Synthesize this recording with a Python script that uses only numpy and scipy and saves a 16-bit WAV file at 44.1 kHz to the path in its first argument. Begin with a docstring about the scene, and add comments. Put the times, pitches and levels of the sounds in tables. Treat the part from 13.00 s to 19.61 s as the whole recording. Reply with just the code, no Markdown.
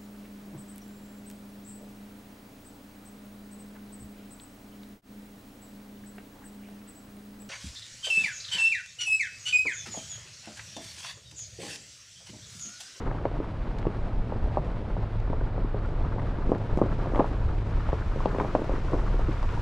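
"""Stones pop and crack under the tyres of a pickup rolling slowly down a gravel road.
The tread snaps back as each stone slips out and rings the tyre; other stones split with a bright crack.
Small stones crunch and grit hisses throughout; the engine hums near idle, body and air rumble below.
Heard from the side window. The stereo image closes to mono at once and opens again after 2 s."""
import sys
import numpy as np
from scipy import signal
from scipy.fft import rfft, irfft, next_fast_len
from scipy.io import wavfile

SR = 44100
rng = np.random.default_rng(int(sys.argv[2]) if len(sys.argv) > 2 else 0)


def unload_wav(signal):
    """Save mono or channel-first audio to the path in sys.argv[1] as 16-bit WAV at rate SR, clipped to [-1, 1]."""
    wavfile.write(
        sys.argv[1],
        SR,
        np.round(np.clip(np.atleast_2d(signal).T, -1, 1) * 32767).astype(np.int16),
    )


N = 291501


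def stone_pops():
    """The tread snaps back as a stone slips out: one or two swings of rubber, quick rise, slower fall."""
    # Each row: time in seconds, level in dB, pitch in Hz, thud re pop in dB, left-right in dB.
    stones = [(0.0751, -24.5, 660, -30, 4), (0.085, -28, 890, -23, 0), (0.1151, -26, 840, -9, 6),
              (0.15, -31, 750, -23, -1), (0.2551, -12.5, 560, -31, 3.5), (0.316, -28, 480, -24, 0),
              (0.403, -19, 393, -32, .6), (0.4451, -29, 950, -25, -2), (0.8543, -22, 616, -24, .6),
              (0.8703, -13.5, 350, -1.5, -1), (1.3234, -21, 610, -15, .6), (1.474, -27, 465, -27, .6),
              (1.5727, -11.5, 665, -40, 7), (1.9679, -21.5, 600, -11, .6), (2.302, -21.5, 390, -34, 3),
              (2.3325, -20, 610, -17, -1.5), (2.4137, -25, 470, -11, 7), (2.5803, -25.5, 524, -21, 20),
              (2.6475, -26.5, 280, -12, 17.5), (2.746, -18.5, 446, -12, 2), (3.162, -26, 466, -9, -1),
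              (3.1836, -25.5, 770, -27, 3), (3.1935, -27, 830, -24, 4), (3.388, -26, 300, -5, 1),
              (3.471, -28.5, 328, -21, -1), (3.4941, -17.5, 344, -3, .4), (3.5192, -9, 450, -11.5, 0.8),
              (3.525, -20.5, 605, -24, 9), (3.533, -19, 477, -27, -1), (3.548, -32, 1150, -25, 2),
              (3.558, -21, 420, -20, 2), (3.7752, -20.5, 495, 5.5, 1), (3.789, -19.5, 740, -20, 3),
              (3.8166, -7.5, 445, -6.5, 1.5), (3.8222, -18, 980, -22, 6), (3.8386, -23, 386, -24, -3),
              (3.863, -21.5, 516, -13, 4.5), (3.992, -25.5, 513, -28, 1), (4.0589, -25, 696, -28, .6),
              (4.072, -20.5, 463, -26, 0.5), (4.102, -26, 420, -19, 2), (4.122, -26, 560, -18, 1),
              (4.1376, -20, 420, -9, -1), (4.1484, -21.5, 900, -28, 3.5), (4.159, -19.5, 600, -18, -1),
              (4.166, -19.5, 497, -21, 2), (4.1779, -20, 860, -3, 3), (4.192, -16.5, 810, -32, 2),
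              (4.1957, -9, 380, -2, -0.5), (4.2005, -13.5, 960, -22, 3), (4.2064, -8.5, 600, -10.5, 2.5),
              (4.2105, -21.5, 376, -24, -2), (4.2449, -19, 724, -35, 3), (4.315, -27, 363, -20, 0),
              (4.8906, -22, 790, -27, 7.5), (4.931, -15.5, 510, -33, 6), (5.1613, -23, 486, -13, 1),
              (5.174, -26, 402, -11, 0), (5.2057, -21.5, 990, -22, 4), (5.2586, -13, 660, -5.5, 10.5),
              (5.3468, -27.5, 900, -25, 2), (5.35, -18, 442, -21, 1), (5.3632, -24.5, 780, -24, 2),
              (5.3861, -16.5, 463, -19, 1), (5.4014, -16, 1020, -34, 2.5), (5.4106, -17.5, 726, -1.5, 2.5),
              (5.434, -28, 800, -22, 3), (5.4491, -19, 600, -22, 1), (5.5519, -7.5, 600, -10, 1),
              (5.586, -25, 500, -22, 0), (5.5949, -19, 440, -21, 1.5), (5.62, -18.5, 422, -28, 0.5),
              (5.645, -26.5, 600, -25, 5), (5.6959, -17.5, 544, -17, 6), (5.719, -25, 523, -20, 2),
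              (5.74, -21.5, 330, -22, 3), (5.783, -26, 330, -20, 1), (5.849, -33, 800, -20, 2),
              (5.921, -25, 445, -23, 2), (5.9335, -20, 1050, -25, 5), (5.9364, -15.5, 350, -23, 1),
              (5.9426, -16, 415, -17, 0.5), (5.9571, -29.5, 700, -27, 11), (5.995, -33, 1150, -25, 3),
              (6.1443, -22, 390, -31, 2), (6.1948, -20, 570, -22, 3), (6.2865, -20.5, 298, -6, .6),
              (6.2929, -23.5, 374, 0, 1.5), (6.4293, -23.5, 890, -29, 4), (6.5768, -26, 775, -12, 5)]
    # Low-pass that keeps the pops dull, falling steeply above about 1.2 kHz.
    # Each row: frequency in Hz, gain in dB.
    pop_lowpass = [(100, 0), (1150, 0), (1400, -12), (2200, -22), (4000, -40)]
    snap_hz, snap_db, snap_ms = 1090, -12, 0.79  # a tread block flicks back at its own pitch
    out, t = np.zeros((2, N)), np.arange(-300, 700) / SR
    phases, scatter = rng.uniform(-1.33, 1, (len(stones), 2)), reflections(len(stones))
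    for (s, db, hz, thud_db, pan_db), (swing_phase, thud_phase), taps in zip(stones, phases, scatter):
        cycles = max(1.45 + 0.15 * np.log2(hz / 500), .5)
        age = t * hz / cycles
        envelope = np.exp(-np.where(age < 0, 8, 4) * age ** 2)
        sag = 1 - 40 * t  # pitch drops as the rubber settles
        swing = envelope * np.cos(2 * np.pi * hz * t * sag + np.pi / 2 + 0.5 * swing_phase)
        snap = -gain_of(snap_db) * np.exp(-(t * 1000 / snap_ms) ** 2) * np.sin(2 * np.pi * snap_hz * t)
        wheel_drop = envelope ** 0.4 * np.cos(2 * np.pi * 0.45 * hz * t + np.pi * thud_phase)
        pop = scattered(swing, taps, tail_db=-10, t60_s=0.07) + tyre_ring(swing)
        pop += scattered(snap, taps, tail_db=-4, t60_s=0.09)
        thud = gain_of(thud_db) * scattered(wheel_drop, taps, tail_db=-4.5, t60_s=0.12)
        add(out, s + t[0], gain_of(db) * (panned(pop, pan_db) + thud))
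    return colour(out, pop_lowpass)


def tyre_ring(swing):
    """The tread's swing rings the tyre's air and carcass, differently for each stone."""
    # Each row: mode frequency in Hz, relative level in dB, t60 in seconds.
    modes = [(316, 6, 0.076), (408, -0.5, 0.21), (600, 1.5, 0.062), (974, -15.5, 0.042),
             (1040, -5.5, 0.099)]
    peak_db, spread_db, detune = -12.5, 5.5, 0.11
    t = np.arange(3000) / SR
    response = np.zeros_like(t)
    for hz, db, t60_s in modes:
        level_draw, pitch_draw = rng.uniform(-1, 1, 2)
        envelope = gain_of(db + spread_db * level_draw - 60 * t / t60_s)
        response += envelope * np.sin(2 * np.pi * hz * (1 + detune * pitch_draw) * t)
    ring = signal.fftconvolve(swing, response)
    return gain_of(peak_db) * ring / abs(ring).max()


def stone_cracks():
    """Stones split or strike: a burst of splinters, gone in a few ms. Hard stones keep more treble."""
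    # Each row: start in seconds, level in dB, pitch in Hz, treble tilt (lower is duller).
    stones = [(0.0747, -37, 1800, -27), (0.11, -32.5, 1790, -36), (0.253, -30, 1590, -17.5),
              (0.785, -42, 3930, -12.5), (0.794, -54, 2500, -2), (0.818, -52, 3000, -12),
              (0.827, -36, 2000, -22), (0.8683, -39.5, 2490, -18), (1.646, -42, 2040, -16),
              (2.2, -43, 2100, -11), (2.86, -59, 2060, -5), (3.195, -34.5, 1900, -29),
              (3.548, -35, 1700, -16), (3.5814, -49, 2530, -6), (3.7723, -39, 2290, -10),
              (3.862, -54, 2500, -7), (4.059, -45, 2150, -11), (4.147, -33.5, 2040, -25),
              (4.158, -32, 2060, -19), (4.195, -29, 1600, -16), (4.26, -51, 2170, -11),
              (4.8866, -43, 2260, -13), (5.256, -36, 3450, -26), (5.3454, -40, 2230, -20),
              (5.363, -50, 2260, -11), (5.3836, -35, 2170, -17), (5.3994, -25.5, 1710, -18),
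              (5.552, -24, 1620, -24), (5.641, -44, 2500, -10), (6.4278, -41, 2320, -10),
              (6.49, -38, 2320, -16)]
    # Treble loss on the way round the wing. Each row: frequency in Hz, gain in dB.
    wing_shadow = [(7000, 0), (14000, -9)]
    out, age = np.zeros((2, N)), np.arange(900) / SR / 0.00144
    envelope = age * np.exp(1 - age) ** 1.05
    noises, scatter = rng.standard_normal((len(stones), len(age))), reflections(len(stones))
    for (s, db, hz, tilt), noise, taps in zip(stones, noises, scatter):
        spectrum = [(hz / 4, -7), (hz, 0), (hz * 8, 2.6 * tilt)]
        burst = colour(noise, spectrum) * envelope
        burst = colour(burst, [(f, d / 3) for f, d in spectrum])
        burst *= np.linalg.norm(envelope) / np.linalg.norm(burst) / 2
        crack = gain_of(db) * scattered(burst, taps, tail_db=-11, t60_s=.03)
        add(out, s, panned(crack, pan_db=8.5))
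    return colour(out, wing_shadow)


def gravel():
    """Small stones shift and scrape, grit and fine spray hiss, and loose ground flings up more grit."""
    # Each row: time in seconds, then crunch, scrape and grit levels in dB.
    road_levels = [(0.0, -36, -44.5, -54.5), (0.18, -36, -48.5, -55.5), (0.55, -39.5, -52, -56),
                   (0.92, -38.5, -51, -56), (1.5, -36, -50.5, -55.5), (2.04, -37.5, -52, -56),
                   (2.6, -38.5, -49.5, -57.5), (3.2, -36, -50, -55.5), (3.7, -35, -50, -55),
                   (4.15, -37, -45.5, -53.5), (4.35, -36, -49, -54), (4.55, -37, -49.5, -54),
                   (4.9, -39.5, -46, -53), (5.15, -36, -46, -52), (5.5, -35.5, -43.5, -51.5),
                   (5.83, -37.5, -47, -52), (5.98, -33.5, -44, -51), (6.04, -34.5, -46, -51.5),
                   (6.3, -38.5, -45.5, -52), (6.6, -38.5, -44.5, -51)]
    # Bursts of flung grit. 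Each row: centre in seconds, half length in seconds, level in dB.
    flings = [(2.885, 0.056, -75), (3.507, .04, -70), (3.785, .03, -66), (4.163, .04, -67),
              (4.278, .03, -69), (5.4, 0.036, -68)]
    # Five spectra. Each row: frequency in Hz, relative density in dB.
    crunch_spectrum = [(70, -20), (125, 0.5), (170, -3.5), (260, -8), (400, -10.5), (590, -12.5),
                       (950, -18.5), (1200, -29.5), (1700, -34), (3000, -51), (6000, -120)]
    scrape_spectrum = [(500, -48), (900, 3), (1300, 2.5), (1700, -5), (2300, -20.5), (3500, -28.5),
                       (7000, -65)]
    grit_spectrum = [(700, -14), (1500, 0.5), (2200, -0.5), (3200, -6.5), (4000, -9), (5000, -14.5),
                     (6300, -25), (8000, -27.5), (10000, -30.5), (12000, -60), (14000, -50.5)]
    spray_spectrum = [(3500, -10), (5500, 3), (7500, -3.5), (9000, -12.5), (10500, -14), (12500, -17.5),
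                      (14000, -35)]
    flung_spectrum = [(2500, -15), (5000, -1), (8000, -6), (12000, -16.5), (14000, -25)]
    crunch_db, scrape_db, grit_db = columns(road_levels)
    spray_db = -75.5 + 2.6 * (grit_db + 55.5)  # spray grows faster than grit
    shared_clump = drift(rate_hz=13.2)
    crunch = grains(crunch_spectrum, per_s=1500, spread_db=0.5, clump_db=0.64, clump_hz=43)
    scrape = grains(scrape_spectrum, per_s=3000, spread_db=2.43, clump_db=2.7, clump_hz=27)
    grit = grains(grit_spectrum, per_s=6000, spread_db=1.2, clump_db=0.31, clump_hz=30)
    spray = grains(spray_spectrum, per_s=3000, spread_db=1.1, clump_db=0.9, clump_hz=40)
    flung = grains(flung_spectrum, per_s=2500, spread_db=2.2, clump_db=1.5, clump_hz=60)
    t = np.arange(N) / SR
    bursts = sum(gain_of(db) * np.exp(-((t - s) / half_s) ** 2) for s, half_s, db in flings)
    return (crunch * gain_of(crunch_db + shared_clump)
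            + scrape * gain_of(scrape_db + 1.27 * shared_clump)
            + grit * gain_of(grit_db + 0.8 * shared_clump)
            + spray * gain_of(spray_db + 0.66 * shared_clump)
            + flung * bursts)


def grains(spectrum, per_s, spread_db, clump_db, clump_hz):
    """Stone contacts in stereo: random clicks, mostly small, that come in clumps."""
    def clicks():
        size = gain_of(spread_db * np.minimum(rng.exponential(1, N), 4)) * rng.choice([-1., 1.], N)
        hits = rng.random(N) < per_s / SR
        return unit_rms(colour(size * hits * gain_of(clump_db * drift(clump_hz)), spectrum))
    return stereo(clicks(), clicks())


def body_rumble():
    """Body and air shake: low noise in random lumps."""
    # Each row: time in seconds, level in dB.
    shake_levels = [(0.0, -34.5), (1.17, -29.5), (1.21, -23.5), (1.23, -42), (1.45, -22.5), (1.47, -31),
                    (3.56, -27), (3.67, -40), (3.73, -18), (3.79, -32), (3.92, -27), (4.43, -27),
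                    (4.47, -22), (4.7, -34), (4.76, -19.5), (4.82, -36), (4.89, -25.5), (5.46, -32.5),
                    (5.86, -26), (5.92, -31.5), (5.97, -25), (6.34, -28), (6.51, -25.5), (6.6, -32)]
    # Each row: frequency in Hz, relative density in dB.
    spectrum = [(8, -23), (14, 0.5), (30, 5.5), (50, 1.5), (58, -10.5), (72, -0.5), (95, -12.5),
                (150, -23.5), (260, -51), (600, -64), (1500, -150)]
    common, unrelated = (unit_rms(colour(rng.standard_normal(N), spectrum)) for _ in range(2))
    lumps_db = drift(rate_hz=8)
    return stereo(common, unrelated) * gain_of(columns(shake_levels)[0] + lumps_db)


def engine():
    """Low orders of the firing cycle near idle, unsteady in pitch and level."""
    # Each row: time in seconds, lowest order in Hz, level in dB.
    running = [(0, 17.6, -38.5), (.6, 17.7, -37.5), (1.1, 18.05, -35), (1.6, 17.95, -36),
               (2.2, 17.62, -32.5), (3.5, 17.6, -32.5), (5, 17.61, -32.5), (5.7, 17.75, -38),
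               (6.6, 17.6, -29.5)]
    # Each row: multiple of the lowest order, relative level in dB.
    orders = [(1, -4.5), (2, -7), (4, -11.5), (6, -1.5), (8, -14)]
    waver_db, channel_phase_rad = 2.6, np.array([[0.075], [-0.075]])
    hz, db = columns(running)
    turns = np.cumsum(hz * (1 + 0.0068 * drift(rate_hz=2.2))) / SR
    hum = np.zeros((2, N))
    for order, order_db in orders:
        gain = gain_of(db + order_db + waver_db * drift(rate_hz=5.6))
        hum += gain * np.sin(2 * np.pi * (order * turns + rng.random()) + channel_phase_rad)
    return hum


def reflections(count):
    """One row of sparse random taps per stone."""
    return rng.standard_normal((count, 3000)) * (rng.random((count, 3000)) < .1)


def scattered(sound, taps, tail_db, t60_s):
    """The sound plus its decaying reflections in tyre and wheel arch."""
    t = np.arange(len(taps)) / SR
    tail = taps * gain_of(-60 * t / t60_s) * (t > .002)
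    return signal.fftconvolve(sound, (t == 0) + gain_of(tail_db) * tail / np.linalg.norm(tail))


def stereo(mid, unrelated):
    """A common sound leaning left, widened by a weaker unrelated one."""
    # Each row: frequency in Hz, side re mid in dB.
    width = [(40, -26.5), (120, -25), (250, -26.5), (700, -12), (1500, -7.5), (3500, -4), (9000, -3),
             (14000, -8)]
    # Each row: frequency in Hz, left-right in dB.
    lean = [(60, 0), (250, .4), (700, 2), (1500, 2), (4000, 1.2), (12000, .5)]
    mid_to_side = [(hz, 20 * np.log10(np.tanh(abs(db) * np.log(10) / 40) + 1e-4)) for hz, db in lean]
    side = colour(unrelated, width) + colour(mid, mid_to_side)
    return np.array([mid + side, mid - side])


def panned(sound, pan_db):
    return sound * gain_of([[pan_db / 2], [-pan_db / 2]])


def gain_of(db):
    return 10 ** (np.asarray(db) / 20)


def unit_rms(x):
    return x / np.sqrt(np.mean(x ** 2) + 1e-20)


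def drift(rate_hz):
    """Low-passed noise of rms 1."""
    return unit_rms(signal.sosfilt(signal.butter(2, rate_hz, fs=SR, output="sos"), rng.standard_normal(N)))


def columns(rows):
    """Timed rows as one per-sample curve per column."""
    s, *values = np.transpose(rows)
    return [np.interp(np.arange(N) / SR, s, v) for v in values]


def colour(x, spectrum):
    """Filter by (Hz, dB) points joined over log frequency."""
    size = next_fast_len(x.shape[-1])
    hz, db = np.transpose(spectrum)
    bin_db = np.interp(np.log(np.fft.rfftfreq(size, 1 / SR) + 1), np.log(hz + 1), db)
    return irfft(rfft(x, size) * gain_of(bin_db), size)[..., :x.shape[-1]]


def add(mix, start_s, sound):
    part = mix[:, max(round(start_s * SR), 0):][:, :sound.shape[1]]
    part += sound[:, :part.shape[1]]


def scene():
    return stone_pops() + stone_cracks() + gravel() + body_rumble() + engine()


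def record(dry):
    """Varying stereo width, faint microphone hiss and a band limit."""
    # Each row: time in seconds, side gain in dB.
    width = [(0, -3), (.26, -17), (.33, -28), (.6, -70), (2.0, -76), (2.25, -21), (2.65, -12.5), (3.0, -7),
             (6.6, -3)]
    # Each row: frequency in Hz, relative density in dB.
    hiss_spectrum = [(3000, -24), (7000, -2.5), (11000, -12.5), (13000, -4), (14500, -11.5)]
    hiss_db, cutoff_hz = -86, 14250
    mid = (dry[0] + dry[1]) / 2
    side = (dry[0] - dry[1]) / 2 * gain_of(columns(width)[0])
    hiss = gain_of(hiss_db) * unit_rms(colour(rng.standard_normal((2, N)), hiss_spectrum))
    mix = np.array([mid + side, mid - side]) + hiss
    lowpass = signal.firwin(511, cutoff_hz, window=("kaiser", 9), fs=SR)
    return signal.oaconvolve(np.pad(mix, ((0, 0), (255, 255)), "reflect"), lowpass[None], "valid", axes=1)


dry = scene()
out = record(dry)
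unload_wav(out)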